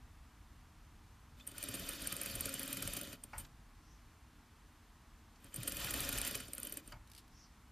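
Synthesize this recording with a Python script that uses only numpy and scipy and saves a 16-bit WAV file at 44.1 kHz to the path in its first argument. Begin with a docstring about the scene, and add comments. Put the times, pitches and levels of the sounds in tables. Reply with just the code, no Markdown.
"""An electric sewing machine stitches satin in two short bursts on a table top, close to a small recorder.
Steel blows ring the needle plate, hook and arm as decaying noise through resonances; gear whirr is gritty
noise through the same bodies, with a motor hum. The table thuds, the brake knocks at each stop, a hand tugs
and strokes the cloth in noise bursts and gliding hiss, and the room adds faint air noise and rumble."""
import sys
import numpy as np
from scipy import signal
from scipy.fft import rfft, irfft, next_fast_len
from scipy.io import wavfile
from scipy.ndimage import uniform_filter1d, minimum_filter1d, map_coordinates

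SR = 44100
rng = np.random.default_rng(int(sys.argv[2]) if len(sys.argv) > 2 else 0)


def gain_from_db(level_db):
    """Convert decibel levels to linear amplitude factors (20 dB per decade)."""
    decades = np.asarray(level_db, float) / 20
    return 10 ** decades


def master(y):
    """Save y as 16-bit WAV."""
    cut = np.clip(np.atleast_2d(y).T, -1, 1)
    pcm = np.round(cut * 32767)  # scale
    wavfile.write(sys.argv[1], SR, pcm.astype(np.int16))


N = 340298  # length [samples]

# Events
# steel blows on the needle plate, one a stitch plus a few rebounds:
# (time [s], plate ring peak [dB], contact length before each part's scaling [ms])
BLOWS = [(1.474, -32, 1.7), (1.484, -47, 7.6), (1.515, -48, 2.0), (1.5813, -34.5, 1.1),
         (1.6273, -32.5, 1.3), (1.6381, -32.5, 1.1), (1.686, -36, 2.3), (1.74, -34.5, 2.9),
         (1.7484, -39, 4), (1.7948, -42, 1.7), (1.8898, -31, 1.1), (1.933, -40, 1.2), (2.0182, -41, 3.2),
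         (2.0719, -28.5, 0.89), (2.1244, -30, 1.4), (2.1658, -31, 0.79), (2.214, -31, 1.4),
         (2.2594, -33, 1.0), (2.2987, -42, 0.8), (2.352, -34.5, 3.6), (2.4073, -28, 1.2),
         (2.4558, -29.5, 1.7), (2.4912, -34, 1.3), (2.54, -31.5, 1.0), (2.5938, -33.5, 1.2),
         (2.6307, -35, 1.1), (2.677, -35.5, 1.9), (2.728, -31, 1.4), (2.7698, -35, 2.2),
         (2.8233, -30.5, 2.4), (2.875, -31.5, 1), (2.934, -34, 1.8), (2.966, -35.5, 3.8), (3.012, -34, 1.2),
         (3.0726, -46, 0.86), (3.1282, -44.5, 3), (3.2377, -33.5, 1), (3.3795, -36, 4.5), (3.3907, -43, 10),
         (5.4434, -46, 1.6), (5.542, -34, 1.5), (5.5598, -32.5, 2.6), (5.632, -33.5, 0.84),
         (5.6753, -30, 2.9), (5.7212, -29.5, 0.73), (5.7684, -36, 0.98), (5.845, -32.5, 1.3),
         (5.9065, -31, 2.4), (5.9394, -30.5, 0.94), (5.974, -38, 0.8), (6.004, -30, 1.3), (6.0482, -38, 2),
         (6.0903, -30.5, 1.33), (6.1258, -32.5, 2.7), (6.151, -45, 2.1), (6.184, -29, 1.2),
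         (6.2149, -28, 0.72), (6.2492, -32, 0.86), (6.274, -31.5, 3), (6.31, -35.5, 2), (6.3521, -31, 2.1),
         (6.401, -40, 3.3), (6.4821, -44.5, 1.1), (6.533, -31.5, 1.75), (6.5807, -32.5, 1),
         (6.6308, -31, 0.86), (6.67, -34, 1.6), (6.723, -34.5, 1.6), (6.7712, -33, 1.3), (6.8753, -41, 1.5)]
# thin hook ticks, mostly about halfway between two blows: (time [s], peak [dB])
HOOK_TICKS = [(1.468, -40), (1.5401, -58), (1.7127, -41), (1.7684, -45), (1.8812, -45), (2.043, -40),
              (2.1394, -39), (2.2327, -32), (2.3133, -40), (2.5268, -39), (2.6164, -41), (2.6577, -40),
              (2.7062, -39), (2.7463, -39), (2.805, -41), (2.853, -40), (2.8959, -43), (2.99, -40),
              (3.0315, -39), (5.6018, -47), (5.6944, -36), (5.7462, -38), (5.7764, -39), (5.8307, -47),
              (5.8556, -46), (5.8991, -47), (5.9853, -43), (6.1762, -31), (6.268, -35), (6.3283, -41),
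              (6.362, -44), (6.374, -39), (6.4331, -47), (6.5493, -36), (6.5996, -33), (6.6501, -33),
              (6.6957, -36), (6.7396, -37), (6.922, -53)]
# dull clacks of slack in the arm's linkage: (time [s], peak [dB])
LINKAGE_CLACKS = [(1.399, -53), (1.409, -59), (2.12, -35.5), (2.4, -39), (2.925, -40), (3.449, -48.5),
                  (5.358, -58), (6.176, -34), (6.267, -38), (6.346, -35), (6.922, -46.5)]
# single arm resonances as the drive takes up or stops: (time [s], peak [dB], frequency [Hz], decay [ms])
ARM_PINGS = [(1.398, -58, 2520, 5), (1.408, -52, 3510, 3.4), (1.47, -54, 3080, 6), (1.47, -58, 1880, 7),
             (1.542, -54, 1410, 28), (1.684, -44, 3050, 3.5), (5.527, -57, 3100, 18), (6.923, -52, 4720, 5)]
# frame jerks as the drive grips, surges or brakes: (time [s], peak [dB])
FRAME_JOLTS = [(1.685, -47), (1.8, -45.5), (2.017, -46), (2.33, -43), (2.8, -48), (2.85, -43.5),
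               (3.359, -56), (5.578, -39.5), (5.848, -44.5), (6.125, -43), (6.929, -49.5)]
# brake and pedal knocks: (time [s], peak [dB], rattle decay [ms])
BRAKE_KNOCKS = [(3.331, -39, 17), (3.35, -46, 28), (6.92, -45.5, 21)]
# cloth tugs: (time [s], peak [dB], decay [ms])
CLOTH_TUGS = [(7.0733, -55.5, 5), (7.0988, -54, 4.3), (7.116, -47.5, 3.7), (7.134, -52, 4.5),
              (7.149, -45, 4.4), (7.1622, -51, 8.9), (7.177, -45.5, 13), (7.278, -58.5, 5)]
# rumble swells as the table rocks: (middle [s], peak [dB], half length to 1/e power [s])
RUMBLE_SWELLS = [(1.8, -57, 0.059), (2.38, -48, 0.039), (2.878, -53, 0.066), (3.387, -51.5, 0.046),
                 (3.572, -55, 0.03), (5.608, -57, 0.018), (6.0, -50.5, 0.23), (6.904, -59.5, 0.088)]

# Courses in time
# how hard the drive runs, one list a burst: (time [s], nominal gear whirr level [dB])
DRIVE_LEVEL = [
    [(1.37, -73), (1.43, -73.5), (1.53, -63.5), (1.6, -54.5), (1.7, -51), (1.9, -50.5), (2.4, -50),
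     (2.95, -50), (3.145, -56), (3.18, -79), (3.36, -70.5), (3.4, -63), (3.455, -69), (3.48, -83)],
    [(5.4, -74), (5.46, -64), (5.5, -73), (5.57, -57), (5.64, -53.5), (5.75, -50.5), (5.8, -46),
     (6.0, -45.5), (6.3, -46.5), (6.37, -50.5), (6.45, -59), (6.52, -63), (6.56, -58.5), (6.7, -57),
     (6.8, -58.5), (6.82, -75), (6.89, -64.5), (6.95, -73), (6.98, -87)],
]
# motor hum: (time [s], mean pitch [Hz], mean level [dB])
MOTOR_HUM = [
    [(1.6, 270, -68), (2.3, 270, -59.5), (2.5, 271, -52.5), (2.9, 270.8, -58.5), (3.12, 274.4, -75)],
]
# hand on satin, one list a stroke: (time [s], level [dB], band centre [Hz])
HAND_STROKES = [
    [(3.76, -92, 4880), (3.85, -79, 5400), (3.92, -73, 5940), (3.98, -82, 5570), (4.04, -90, 5200)],
    [(7.3, -84, 5300), (7.35, -73, 5540), (7.4, -68, 5820), (7.44, -65, 5400), (7.52, -88, 4900)],
]
# floor-borne rumble: (time [s], level [dB])
RUMBLE_LEVEL = [(0, -59.5), (1.3, -60.5), (4, -63), (5.1, -64), (7.72, -63)]

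# Resonances of each body: (frequency [Hz], width [Hz], relative level [dB])
PLATE_MODES = [(8690, 400, -13), (8820, 100, -1.5), (8831, 117, 2.5)]  # needle plate
HOOK_MODES = [(9900, 700, -15.5), (10270, 420, -4.5), (10870, 370, 0.5), (11840, 1070, -3),
              (13770, 1340, 1), (14180, 530, 1)]  # hook and other small steel parts
ARM_MODES = [(1222, 246, -6.5), (1403, 141, -2), (1804, 340, -4), (2468, 164, 0.5), (3080, 220, 0),
             (3583, 220, -1), (3650, 440, -3), (4675, 330, -3), (5540, 900, -9), (6870, 590, -8),
             (7520, 270, -6)]  # machine arm casting
TABLE_MODES = [(191, 48, -9), (270, 28, 0), (315.5, 52, -6.5), (428, 29.6, -7), (550, 28, -2),
               (671, 59, -9.5)]  # table top
FRAME_MODES = [(54, 27, -7), (118.5, 22.4, -2.5), (160, 59, -10)]  # table frame
BRAKE_MODES = [(636, 103, 4), (903, 47, 14), (1370, 200, 5), (1890, 180, -0.5), (2190, 130, 3.5),
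               (2751, 290, -5), (4840, 700, -14.5)]  # brake housing
TOP_RATTLE_MODES = [(846, 270, -3), (903, 57, 2), (1090, 210, -8)]  # table top rattling near full speed

# Spectra: (frequency [Hz], relative density [dB per Hz])
CLOTH_SPECTRUM = [(1200, -22), (2400, -7), (4300, 0), (5200, -2), (6700, -9), (8800, -3.5), (13000, -8),
                  (15000, -10)]  # tugged cloth
AIR_SPECTRUM = [(88, -34), (150, -9), (215, -6.5), (246, -2), (270, -13), (297, -6), (387, -18.5),
                (443, -14.5), (505, -21.5), (698, -16), (1040, -12.5), (2440, -21), (14000, -33)]  # room and recorder noise
RUMBLE_SPECTRUM = [(12, -43), (20, -16), (32, -0.5), (48, 0.5), (108, -8), (161, -15.5), (180, -19.5),
                   (230, -46), (400, -120)]  # floor-borne rumble

# treble unlike on the two sides: (frequency [Hz], nominal side minus mid [dB])
SIDE_LEVEL = [(3500, -39), (4500, -15), (6000, -3), (14000, 0)]
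# reverberation: (frequency [Hz], t60 [s])
ROOM_T60 = [(300, 0.35), (3000, 0.089), (12000, 0.047)]


def unit(x):
    """Scale to rms 1."""
    return x / np.sqrt(np.mean(x ** 2) + 1e-20)


def along(points, hz):
    """Interpolate (frequency [Hz], value) points on a log axis."""
    f, v = np.transpose(points)
    return np.interp(np.log(hz + 1), np.log(f + 1), v)


def curves(*tables, rest=-120):
    """One value per sample for each column after the time; rest outside the tables."""
    t = np.arange(N) / SR
    out = np.full((len(tables[0][0]) - 1, N), float(rest))
    for rows in tables:
        s, *cols = np.transpose(rows)
        inside = (t >= s[0]) & (t <= s[-1])
        out[:, inside] = [np.interp(t[inside], s, c) for c in cols]
    return out


def wobble(rate_hz):
    """Smooth random curve with rate_hz knots a second."""
    knots = rng.standard_normal(int(N * rate_hz / SR) + 4)
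    return map_coordinates(knots, [np.arange(N) * rate_hz / SR])


def filtered(x, transfer):
    """Apply a complex transfer function of frequency."""
    m = next_fast_len(N + SR // 2)
    return irfft(rfft(x, m) * transfer(np.fft.rfftfreq(m, 1 / SR)), m)[..., :N]


def coloured(spectrum):
    """Noise of rms 1 with the given spectrum."""
    return unit(filtered(rng.standard_normal(N), lambda hz: gain_from_db(along(spectrum, hz))))


def response(modes):
    """Causal sum of a body's resonances, scaled so that white noise keeps its rms."""
    def body(f):
        return sum((-1) ** k * gain_from_db(db) * 1j * f * width / (centre ** 2 - f * f + 1j * f * width)
                   for k, (centre, width, db) in enumerate(modes))
    return lambda f: body(f) / np.sqrt(np.mean(np.abs(body(f)) ** 2))


def rung(force, modes):
    """A lasting force through a body's resonances."""
    return filtered(force, response(modes))


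def bursts(times_s, peak_db, decay_ms, colour, rise=0.1, lead_db=-40):
    """Contacts as coloured noise, swelling over rise * decay_ms, then dying."""
    early, size, lead_ms = SR // 50, SR // 4, 3
    t_ms = (np.arange(size) - early) / SR * 1000
    after = np.maximum(t_ms, 0)
    life = np.maximum(decay_ms, .05)[:, None]
    shape = (1 - np.exp(-after / (max(rise, .01) * life))) * np.exp(-after / life)
    # soft noise swells up just before each contact and fades after it
    lead_in = gain_from_db(lead_db) * np.exp(-np.abs(t_ms) / lead_ms)
    force = shape / shape.max(axis=1, keepdims=True) + lead_in
    force = force * rng.standard_normal(force.shape)
    sounds = irfft(rfft(force) * colour(np.fft.rfftfreq(size, 1 / SR)), size)
    out = np.zeros(N + size)
    for s, db, sound in zip(times_s, peak_db, sounds):
        out[round(s * SR):][:size] += gain_from_db(db) * sound / np.abs(sound).max()
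    return out[early:][:N]


def over_cruise_db():
    """Whirr level per sample over its level at the usual sewing speed."""
    cruise_db = -51
    return curves(*DRIVE_LEVEL)[0] - cruise_db


def effort(times_s):
    """Whirr over cruise [dB] at the given times, no lower than a crawl."""
    return np.maximum(over_cruise_db()[np.round(times_s * SR).astype(int)], -20)


def background():
    """Steady air noise over a rumble that swells now and then; powers add."""
    air_db = -66.5
    t = np.arange(N) / SR
    power = gain_from_db(2 * curves(RUMBLE_LEVEL)[0])
    for middle_s, db, half_s in RUMBLE_SWELLS:
        power = power + gain_from_db(2 * db) * np.exp(-((t - middle_s) / half_s) ** 2)
    return gain_from_db(air_db) * coloured(AIR_SPECTRUM) + np.sqrt(power) * coloured(RUMBLE_SPECTRUM)


def drive():
    """Gear teeth and hook rub in dense, uneven grains; each arm resonance also flares on its own."""
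    whirr_db, = curves(*DRIVE_LEVEL)
    over_db = over_cruise_db()
    hiss_db = -58 + 0.93 * over_db
    drone_db = -55.5 + 0.77 * over_db
    load_db = 0.87 * wobble(35)  # shaft load varies within each turn, shakes every part alike

    def grit(rough_db, rate_hz):
        return unit(gain_from_db(load_db + rough_db * wobble(rate_hz)) * rng.standard_normal(N))

    flares = unit(sum(gain_from_db(db) * np.sqrt(width) * rung(grit(4.6, 70), [(centre, width, db)])
                      for centre, width, db in ARM_MODES))
    whirr = gain_from_db(whirr_db) * (gain_from_db(-3.5) * flares + gain_from_db(-4.5) * rung(grit(1.05, 120), ARM_MODES))
    small_parts = rung(grit(3.1, 150), HOOK_MODES)
    hiss = gain_from_db(hiss_db) * (small_parts + gain_from_db(-5.5) * rung(grit(1.9, 150), PLATE_MODES))
    drone = gain_from_db(drone_db - 3.5) * rung(grit(2.5, 40), TABLE_MODES)
    shake = gain_from_db(drone_db - 9.0) * rung(grit(3.7, 25), FRAME_MODES)
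    buzz_db = 3.4 * (whirr_db + 46) - 62  # steep: sets in only near full speed
    buzz = gain_from_db(buzz_db) * rung(grit(2.9, 60), TOP_RATTLE_MODES)
    return whirr + hiss + drone + shake + buzz


def pings():
    """Single arm resonances, each kept going by a short rub."""
    width_hz = 70
    return sum(bursts([s], [db], [ms], response([(hz, width_hz, 0)])) for s, db, hz, ms in ARM_PINGS)


def clacks():
    """Linkage slack knocks the arm alone."""
    s, db = np.transpose(LINKAGE_CLACKS)
    return bursts(s, db, np.full(len(s), 2.8), response(ARM_MODES), rise=1.0, lead_db=-1)


def hook_ticks():
    """Short contacts ring the small steel parts alone."""
    s, db = np.transpose(HOOK_TICKS)
    return bursts(s, db, np.full(len(s), 1.4), response(HOOK_MODES), rise=0.41, lead_db=-23)


def thuds():
    """The reversing needle bar shoves table top and frame; the soft push favours the low modes."""
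    lead_s, soft_ms, soft_hz = 0.00299, 6.5, 420
    blow_s = np.transpose(BLOWS)[0]
    s = blow_s - lead_s
    db = -47.5 + 0.54 * effort(s) + 2.32 * rng.standard_normal(len(s))
    decay_ms = np.full(len(s), soft_ms)

    def soft_top(f):
        return response(TABLE_MODES)(f) / (1 + 1j * f / soft_hz) ** 2

    top = bursts(s, db, decay_ms, soft_top, rise=0.55)
    frame = bursts(s, db - 9, 0.59 * decay_ms, response(FRAME_MODES))
    return top + frame


def blows():
    """Each blow rings the plate; slow blows are duller; the arm answers more to speed than to the blow."""
    s, ring_db, contact_ms = np.transpose(BLOWS)
    speed_db = effort(s)
    tick_chance, arm_chance = rng.standard_normal((2, len(s)))
    tick_db = ring_db + 0.48 * np.minimum(speed_db, 0) + 2.0 * tick_chance
    arm_db = -40 + 0.52 * speed_db + 0.38 * (ring_db - ring_db.mean()) + 2.3 * arm_chance
    ring = bursts(s, ring_db, 0.87 * contact_ms, response(PLATE_MODES), rise=0.52, lead_db=-17)
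    tick = bursts(s, tick_db, 1.4 * contact_ms, response(HOOK_MODES), rise=0.39, lead_db=-25)
    arm = bursts(s, arm_db, 1.39 * contact_ms, response(ARM_MODES), rise=0.94, lead_db=1)
    # loose parts shiver after the blow
    loose = response(ARM_MODES + HOOK_MODES + PLATE_MODES)
    rattle = bursts(s, ring_db - 24, np.full(len(s), 11), loose)
    return ring + tick + arm + rattle


def hum():
    """Motor tone and octave: the pitch wavers, the strengths throb."""
    hz, db = curves(*MOTOR_HUM)
    phase = 2 * np.pi * np.cumsum(hz * (1 + 0.0112 * wobble(29.86))) / SR
    tone = gain_from_db(db + 2.5 * wobble(29.9)) * np.sin(phase)
    octave = gain_from_db(db - 6.0 + 3.8 * wobble(32.94)) * np.sin(2 * phase)
    return tone + octave


def jolts():
    """Jerks of the drive ring the table frame."""
    s, db = np.transpose(FRAME_JOLTS)
    return bursts(s, db, np.full(len(s), 5.5), response(FRAME_MODES))


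def knocks():
    """The brake housing rattles briefly."""
    return bursts(*np.transpose(BRAKE_KNOCKS), response(BRAKE_MODES), rise=0.013)


def strokes():
    """Hand on weave: a hiss band whose centre follows the speed of the hand."""
    db, hz = curves(*HAND_STROKES)
    spread_hz = 700
    phase = 2 * np.pi * np.cumsum(hz) / SR

    def slow_noise():
        return unit(filtered(rng.standard_normal(N), lambda f: np.exp(-(f / spread_hz) ** 2 / 2)))

    return gain_from_db(db) * (slow_noise() * np.cos(phase) + slow_noise() * np.sin(phase))


def tugs():
    """Tugged cloth crackles broadly."""
    return bursts(*np.transpose(CLOTH_TUGS), lambda hz: gain_from_db(along(CLOTH_SPECTRUM, hz)))


def room(x):
    """Delayed noise tail, each frequency dying at its own speed."""
    hz, t, z = signal.stft(rng.standard_normal(SR // 2), SR, nperseg=256)
    decay = gain_from_db(-60 * t / along(ROOM_T60, hz)[:, None])
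    tail = signal.istft(z * decay, SR, nperseg=256)[1]
    delayed = np.pad(x, (150, 0))  # [samples]
    return signal.fftconvolve(delayed, tail / np.linalg.norm(tail))[:N]


def stereo(x):
    """Shared centre; noise unlike left and right fills steady treble in patches, brief peaks are spared."""
    hz, _, z = signal.stft(x, SR, nperseg=1024)
    # smooth over frequency, minimum over time: brief peaks drop out
    steady = minimum_filter1d(uniform_filter1d(np.abs(z), size=16, axis=0), size=3, axis=1)
    field = uniform_filter1d(rng.standard_normal(z.shape), size=50, axis=0)
    field = uniform_filter1d(field, size=3, axis=1)
    patches = unit(field) > -.3
    noise = signal.stft(rng.standard_normal(N), SR, nperseg=1024)[2]
    noise = noise / np.abs(noise).mean()
    unlike = noise * steady * patches * gain_from_db(along(SIDE_LEVEL, hz))[:, None]
    side = signal.istft(unlike, SR, nperseg=1024)[1][:N]
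    return np.array([x + side, x - side])


def scene():
    """Machine and cloth in the room, over the background."""
    machine = drive() + pings() + clacks() + hook_ticks() + blows() + hum()
    near = machine + thuds() + jolts() + knocks() + strokes() + tugs()
    return stereo(near + gain_from_db(-13.0) * room(near) + background())


def top_cut(x):
    """Nothing passes above the cut-off."""
    return signal.sosfilt(signal.butter(12, 15640, fs=SR, output="sos"), x)


def record(dry):
    """The treble is cut steeply near 14.4 kHz, leaving a little above."""
    edge_hz, leak_db = 14400, -30

    def top(hz):
        return 1 / np.sqrt(1 + (hz / edge_hz) ** 240) + gain_from_db(leak_db)

    return top_cut(filtered(dry, top))


dry = scene()
out = record(dry)
master(out)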